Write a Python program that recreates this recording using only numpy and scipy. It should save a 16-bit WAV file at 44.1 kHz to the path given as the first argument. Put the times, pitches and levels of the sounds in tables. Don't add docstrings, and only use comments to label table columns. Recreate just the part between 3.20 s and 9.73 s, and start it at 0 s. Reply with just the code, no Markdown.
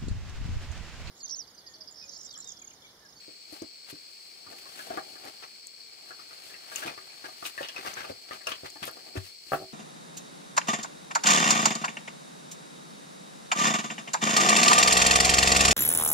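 import sys
import numpy as np
from scipy import signal
from scipy.fft import rfft, irfft, next_fast_len
from scipy.io import wavfile
from scipy.ndimage import uniform_filter1d

SR = 44100
rng = np.random.default_rng(int(sys.argv[2]) if len(sys.argv) > 2 else 0)


def unload_audio(sound):
    columns = np.transpose(np.atleast_2d(sound))
    steps = np.round(np.clip(columns, -1, 1) * 32767)
    wavfile.write(sys.argv[1], SR, steps.astype(np.int16))


N = 287965
FFT_SIZE = next_fast_len(N)
# (frequency [Hz], level [dB], T60 [s])
LOG_MODES = [(292, -34, 0.094), (379, -9, 0.54), (503, -36, 0.072), (646.4, -5, 0.25), (786, -0.5, 0.047),
             (890, -1, 0.033), (1186, 8.5, 0.035), (1220, 4, 0.02), (1365, 18, 0.011), (1600, 6.5, 0.026),
             (1790, -40, .04), (2600, 1, 0.023)]


def stick_clacks():
    # (time [s], stick peak [dB], stick pitch [Hz], snap peak [dB], bundle peak [dB])
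    clacks = [(.326, -54, 700, -31, -64), (.4205, -45.5, 643, -41, -52), (1.265, -42.5, 1080, -52, -66),
              (1.3234, -46, 796, -38, -50), (1.458, -48, 1120, -54, -52), (1.5921, -34, 1560, -52, -81),
              (1.6686, -41, 750, -37, -62), (1.7043, -32, 724, -47, -41.5), (1.7734, -33, 755, -28, -34),
              (1.774, -37, 1620, -50, -52), (1.956, -45.5, 1510, -55, -53), (2.0532, -42, 800, -31, -47),
              (2.907, -42, 1460, -41, -46), (2.9924, -43, 1310, -44, -82), (3.109, -42.5, 1360, -55, -60),
              (3.229, -52, 2750, -50, -60), (3.298, -46, 1750, -55, -79), (3.341, -36, 2020, -42, -69),
              (3.5171, -40, 1560, -46, -43), (3.56, -29, 2850, -26, -54), (3.6237, -28.5, 1600, -45, -67),
              (3.679, -29, 2420, -55, -41), (3.777, -46, 1880, -55, -42), (3.903, -44, 2400, -51, -70),
              (4.043, -37.5, 1490, -63, -45), (4.0844, -42.5, 740, -35, -52), (4.226, -36, 790, -48, -40.5),
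              (4.2534, -23.5, 3030, -35, -55), (4.2654, -44, 3020, -32, -56), (4.3777, -26, 1760, -31, -66),
              (4.4053, -36.5, 790, -33, -50), (4.4302, -26.5, 2920, -46, -62),
              (4.4465, -27, 3100, -53, -65), (4.4873, -26.5, 3130, -40, -71),
              (4.562, -28.5, 2540, -43, -56), (4.65, -39, 1650, -48, -39), (4.6764, -36, 2100, -47, -56),
              (4.738, -60, 1410, -50, -70), (4.7703, -27, 1570, -38, -61), (4.806, -33, 1560, -50, -69),
              (4.8441, -40.5, 2660, -43, -40), (5.11, -33, 1760, -51, -38), (5.2083, -41, 1930, -58, -59),
              (5.2698, -21, 2800, -23, -37), (5.3095, -45, 1940, -49, -50), (5.319, -21, 3130, -42, -59),
              (5.448, -35, 2030, -50, -52), (5.5582, -44, 880, -47, -47), (5.629, -23, 3180, -27, -44),
              (5.642, -46, 1750, -27, -49), (5.678, -45, 1180, -47, -37.5), (5.77, -53, 1150, -57, -50),
              (5.8794, -79, 2090, -54, -59), (5.9631, -44, 1740, -50, -37)]
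    # (frequency ratio [1], life to -60 dB [cycles], level [dB])
    stick_modes = [(1.0, 24, -6.5), (1.0, 8, 0), (.62, 7, -6), (1.3, 10, -4), (1.75, 11, -6), (.4, 6, -13)]
    rattle_t60, rattle_share = .065, .17
    out, t = np.zeros(N), np.arange(3600) / SR
    chance = rng.standard_normal((len(clacks), 2, len(t)), np.float32)
    detunings = rng.uniform(.85, 1.15, (len(clacks), len(stick_modes)))
    detunings[:, 0] = 1
    mode_weights = rng.random((len(clacks), len(LOG_MODES)))
    snap_band = signal.butter(2, [4000, 15000], "band", fs=SR, output="sos")
    bundle_band = signal.butter(2, [300, 1000], "band", fs=SR, output="sos")
    for clack, (size, trigger), detune, weights in zip(clacks, chance, detunings, mode_weights):
        time, stick_db, hz, snap_db, bundle_db = clack
        rattle = rattle_share * size * (trigger > .9) * gain_of(-60 * t / rattle_t60)
        rattle[0] = 1
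        stick = sum(gain_of(db) * damped_sine(hz * ratio * k, cycles / (hz * ratio), t[:1500])
                    for k, (ratio, cycles, db) in zip(detune, stick_modes))
        stick *= 1 - np.exp(-t[:1500] * hz)
        snap = signal.sosfilt(snap_band, rattle * gain_of(-8.0 * t / rattle_t60))
        carried_log = signal.fftconvolve(rattle, log_response(weights, t))
        add(out, time, peaked(signal.fftconvolve(rattle, stick), stick_db))
        add(out, time, peaked(snap, snap_db))
        add(out, time, peaked(signal.sosfilt(bundle_band, rattle), bundle_db))
        add(out, time, peaked(carried_log, bundle_db + 5))
    return out


def twig_snaps():
    # (time [s], peak level [dB], pitch [Hz])
    snaps = [(0.4215, -31, 5860), (2.470, -26.5, 7600), (3.5598, -14.5, 6950), (4.251, -31, 5500),
             (4.4862, -27, 5430), (4.5635, -32, 4870), (4.7395, -27, 6280), (5.2714, -20, 5600),
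             (5.5025, -32, 7200), (5.6293, -40, 5400), (5.655, -24, 12000), (5.672, -37, 12000),
             (5.7134, -31, 12400)]
    out, t = np.zeros(N), np.arange(1500) / SR
    splinters = np.diff(rng.standard_normal((len(snaps), len(t) + 1)), axis=1)
    for (time, db, hz), puff in zip(snaps, splinters):
        fibre = damped_sine(hz, t60=0.0022, t=t) * (1 - np.exp(-t / 0.000081))
        add(out, time, peaked(fibre + 0.048 * puff * gain_of(-60 * t / 0.027), db))
    return out


def falling_log():
    # (time [s], peak level [dB], approximate contact time [ms])
    bounces = [(6.3199, -12.5, 0.15), (6.328, -38, 0.1), (6.334, -11, 0.074), (6.3414, -17.5, 0.21),
               (6.3545, -26, 0.45), (6.368, -40, 0.25), (6.389, -39, 0.41), (6.402, -33, 0.41),
               (6.414, -30.5, 0.35), (6.424, -29.5, 0.41), (6.441, -40, 0.73)]
    out, t = np.zeros(N), np.arange(12000) / SR
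    mode_weights = rng.uniform(0.32, 1, (len(bounces), len(LOG_MODES)))
    sprays = np.diff(rng.standard_normal((len(bounces), len(t))), axis=1) * gain_of(-60 * t[1:] / 0.13)
    for (time, db, contact_ms), weights, spray in zip(bounces, mode_weights, sprays):
        force = signal.windows.hann(200) ** (2.6 / contact_ms ** 2)
        knock = peaked(log_response(weights, t), 0.5) + 0.65 * damped_sine(730, t60=0.013, t=t)
        add(out, time - 100 / SR, peaked(signal.fftconvolve(knock, force), db))
        add(out, time, peaked(spray, db - 23.0))
    return out


def log_response(weights, t):
    hz, db, t60 = np.transpose(LOG_MODES)[:, :, None]
    return weights @ (gain_of(db) * damped_sine(hz, t60, t))


def earth_thuds():
    # (time [s], peak level [dB], pitch [Hz], deep push peak [dB])
    thuds = [(.081, -41.5, 467, -80), (0.325, -39.5, 352, -81), (0.4194, -29.5, 344, -76),
             (0.728, -36.5, 318, -72), (1.27, -61, 214, -58), (1.704, -41, 410, -75),
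             (1.733, -45, 400, -73), (1.771, -60, 170, -60), (3.655, -33, 357, -74),
             (4.408, -28.5, 516, -79), (4.589, -38, 386, -76), (4.898, -31, 490, -45.5),
             (5.106, -49, 527, -57), (5.434, -32, 364, -49), (5.622, -37, 183, -52.5),
             (5.67, -43, 270, -52), (5.955, -30, 396, -50), (5.971, -38, 194, -24), (6.268, -50, 326, -80),
             (6.321, -33.5, 483, -48)]
    life_cycles = 5.2
    out, t = np.zeros(N), np.arange(6000) / SR
    chance = rng.standard_normal((len(thuds), 2, len(t)))
    for (time, db, hz, push_db), (size, trigger) in zip(thuds, chance):
        crumble = 0.42 * size * (trigger > 2.2) * gain_of(-60 * t / 0.085)
        crumble[0] = 1
        thud = signal.fftconvolve(crumble, damped_sine(hz, life_cycles / hz, t))
        push = damped_sine(hz=94.4, t60=0.13, t=t) * (1 - np.exp(-t / 0.001))
        add(out, time, peaked(thud, db))
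        add(out, time, peaked(push, push_db))
    return out


def friction():
    # (frequency [Hz], relative spectral density [dB])
    scrape_spectrum = [(180, -53), (300, -47), (371, -8.5), (495, -10.5), (808, -2), (1040, -8.5),
                       (1610, 2), (1870, 0), (6000, -10), (7800, -36), (13200, -120)]
    grit_spectrum = [(1000, -15), (3000, 0), (6000, -6.5), (8000, -5), (10500, -9), (13000, -9),
                     (16000, -12.5)]
    shuffle_spectrum = [(18, -63), (30, -20), (49, -15), (243, 0), (378, 6), (524, -0.5), (737, 9.5),
                        (900, 4), (1170, -95), (1980, -120)]
    grit_gain, scrape_gain, shuffle_gain = friction_envelopes()
    clumps = wander(samples=250)
    bark = grains(per_s=3000, spread_db=2.2) * gain_of(3.2 * clumps)
    log_ring = log_response(np.ones(len(LOG_MODES)), np.arange(3000) / SR)
    carried_log = unit_rms(signal.oaconvolve(bark, log_ring[None], axes=1)[:, :N])
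    scrape = unit_rms(coloured(bark, scrape_spectrum) + gain_of(-6) * carried_log)
    grit = coloured(grains(per_s=9000, spread_db=1.8) * gain_of(1.8 * clumps), grit_spectrum)
    shuffle = coloured(grains(per_s=1500, spread_db=1.0) * gain_of(0.5 * clumps), shuffle_spectrum)
    return scrape_gain * scrape + grit_gain * grit + shuffle_gain * shuffle


def friction_envelopes():
    # (time [s], grit [dB], scrape [dB], shuffle [dB])
    bustle = [(0, -63, -64, -95), (.5, -68, -67, -72), (.8, -61.5, -62.5, -107),
              (1.12, -59.5, -65.5, -66.5), (1.35, -65, -60.5, -63.5), (1.9, -55.5, -61.5, -56),
              (2.2, -57.5, -60.5, -70), (2.45, -65, -67.5, -100), (2.8, -60.5, -59.5, -64.5),
              (3.2, -57, -56, -67), (3.5, -58.5, -54.5, -68), (3.902, -56.5, -55.5, -63),
              (4.3, -54, -58, -75), (4.6, -54.5, -52.5, -56), (5, -59.5, -78, -64.5),
              (5.5, -56.5, -61, -64.5), (5.9, -57, -59.5, -56), (6.18, -90, -81, -93),
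              (6.53, -57, -62, -73)]
    # (peak time [s], length [s], grit [dB], scrape [dB], shuffle [dB])
    scuffs = [(0.352, 0.2, -50.5, -54, -55.5), (0.704, 0.083, -44.5, -48.5, -73),
              (1.319, 0.14, -54, -53, -51.5), (1.39, 0.17, -50.5, -69, -58), (1.63, 0.75, -47, -52, -78),
              (1.75, 0.22, -58, -43.5, -42), (2.075, 0.19, -51, -47.5, -48.5),
              (2.24, 0.09, -60, -42.5, -70), (2.899, 0.08, -55, -54, -72), (3.275, 0.44, -50.5, -71, -63.5),
              (3.586, 0.28, -40.5, -45, -75), (3.638, 0.043, -50, -38, -60), (3.679, 0.16, -46, -36.5, -40),
              (4.06, 0.097, -53, -44, -62), (4.267, 0.098, -35, -41.5, -73), (4.427, 0.14, -47.5, -40, -70),
              (4.58, 0.091, -55, -40, -56), (4.672, 0.2, -42.5, -37, -53), (4.801, 0.37, -50.5, -41, -65),
              (4.901, 0.16, -55, -52, -47), (5.136, 0.15, -48.5, -41.5, -66),
              (5.296, 0.078, -40.5, -43, -60), (5.316, 0.14, -47.5, -38, -66),
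              (5.464, 0.086, -49, -43.5, -73), (5.636, 0.041, -44, -37, -56),
              (5.675, 0.079, -38.5, -66, -46), (5.975, 0.078, -45, -41, -49),
              (6.062, 0.24, -48.5, -57, -85), (6.345, 0.36, -48, -57, -64)]
    rise_share, ends_db = 0.52, -21
    t = np.arange(0, N + 64, 64) / SR
    times, *levels = np.transpose(bustle)
    power = np.array([gain_of(2 * np.interp(t, times, db)) for db in levels])
    for time, length, *db in scuffs:
        from_peak = np.maximum((time - t) / rise_share, (t - time) / (1 - rise_share)) / length
        power += gain_of(2 * (np.array(db)[:, None] + ends_db * from_peak))
    return [np.interp(np.arange(N) / SR, t, gain) for gain in np.sqrt(power)]


def insects():
    # (frequency [Hz], width [Hz], relative level [dB])
    resonances = [(2340, 590, -12.5), (4343, 475, 1.5), (4552, 183, -5), (4860, 28, -9), (5290, 930, -6.5),
                  (8010, 500, -12)]
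    chorus, t = np.zeros((2, N)), np.arange(2000) / SR
    strokes = grains(per_s=4000, spread_db=0.56)
    for hz, width, db in resonances:
        wing = t ** 2 * np.exp(-np.pi * width * t) * np.sin(2 * np.pi * hz * t)
        chirr = unit_rms(signal.oaconvolve(strokes, wing[None], axes=1)[:, :N])
        chorus += gain_of(db + 1.1 * wander(samples=500)) * chirr
    return gain_of(-49.5) * unit_rms(chorus)


def night_air():
    # (frequency [Hz], relative spectral density [dB])
    air_spectrum = [(30, 6), (100, -12), (250, -1), (450, 2.5), (700, -2), (1700, -11.5), (3300, 3.5),
                    (3800, -2), (6100, -3.5), (7200, -1), (8800, -5), (10500, -23), (16000, -6.5)]
    return gain_of(-58) * coloured(rng.standard_normal((2, N)), air_spectrum)


def in_hut(x, lag_samples, wet_db):
    # (frequency [Hz], T60 [s])
    room_decay = [(100, 0.019), (500, 0.079), (2000, 0.16), (8000, 0.01)]
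    scatter_decay = [(100, 0.18), (8000, 0.028)]
    near = x + gain_of(wet_db) * echoes(x, room_decay)
    scattered = echoes(x, scatter_decay) + gain_of(wet_db) * echoes(x, room_decay)
    return microphone_ports(near, scattered, lag_samples)


def echoes(x, decay):
    drift_hz, echoes_per_s = 1.7, 4000
    phase = 2 * np.pi * (np.arange(N) / SR * drift_hz + np.arange(3)[:, None] / 3)
    feeds = x * np.sqrt((1 + np.cos(phase)) / 3)
    taps = rng.choice([-1., 1.], (3, SR // 4)) * (rng.random((3, SR // 4)) < echoes_per_s / SR)
    hz, t, bands = signal.stft(taps, SR, nperseg=64)
    tails = signal.istft(bands * gain_of(-60 * t / curve_at(decay, hz)[:, None]), SR, nperseg=64)[1]
    tails /= np.linalg.norm(tails, axis=1)[:, None]
    return signal.oaconvolve(feeds, tails, axes=1).sum(0)[:N]


def microphone_ports(near, scattered, lag_samples):
    # (frequency [Hz], coherence [1])
    coherence_curve = [(60, .995), (300, .95), (700, .8), (2000, .45), (5000, .2), (15000, .2)]
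    # (frequency [Hz], left over right [dB])
    shading = [(60, 1.5), (500, 1.5), (2500, 5), (4400, 2.5), (9000, 9), (15000, 4)]
    hz = np.fft.rfftfreq(FFT_SIZE, 1 / SR)
    coherence = np.clip(curve_at(coherence_curve, hz), 0, 1)
    tilt = gain_of(curve_at(shading, hz) / 2)
    left = rfft(near, FFT_SIZE)
    delayed = left * np.exp(-2j * np.pi * hz * lag_samples / SR)
    right = coherence * delayed + np.sqrt(1 - coherence ** 2) * rfft(scattered, FFT_SIZE)
    return irfft(np.array([left * tilt, right / tilt]), FFT_SIZE)[:, :N]


def grains(per_s, spread_db):
    size = gain_of(spread_db * np.minimum(rng.exponential(1, (2, N)), 3))
    return unit_rms(size * rng.standard_normal((2, N)) * (rng.random((2, N)) < per_s / SR))


def wander(samples):
    smooth = uniform_filter1d(uniform_filter1d(rng.standard_normal(N), samples), samples)
    return np.tanh(unit_rms(smooth))


def damped_sine(hz, t60, t):
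    return np.sin(2 * np.pi * hz * t) * gain_of(-60 * t / t60)


def coloured(x, spectrum):
    response = gain_of(curve_at(spectrum, np.fft.rfftfreq(FFT_SIZE, 1 / SR)))
    return unit_rms(irfft(rfft(x, FFT_SIZE) * response, FFT_SIZE)[..., :N])


def curve_at(points, hz):
    frequencies, values = np.transpose(points)
    return np.interp(np.log(hz + 1), np.log(frequencies + 1), values)


def gain_of(db):
    return 10 ** (np.asarray(db) / 20)


def unit_rms(x):
    return x / np.sqrt(np.mean(x ** 2) + 1e-20)


def peaked(x, peak_db):
    return gain_of(peak_db) * x / (abs(x).max() + 1e-12)


def add(mix, time, sound):
    part = mix[round(time * SR):][:len(sound)]
    part += sound[:len(part)]


def scene():
    bed = microphone_ports(*(night_air() + insects() + friction()), lag_samples=20)
    impacts = in_hut(stick_clacks() + twig_snaps() + earth_thuds(), lag_samples=20, wet_db=-5)
    return bed + impacts + in_hut(falling_log(), lag_samples=2, wet_db=-5)


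def record(dry):
    thin = signal.sosfilt(signal.butter(3, 70, "high", fs=SR, output="sos"), dry)
    low_pass = signal.firwin(511, 15750, window=("kaiser", 9), fs=SR)
    return signal.oaconvolve(thin, low_pass[None], "same")


dry = scene()
out = record(dry)
unload_audio(out)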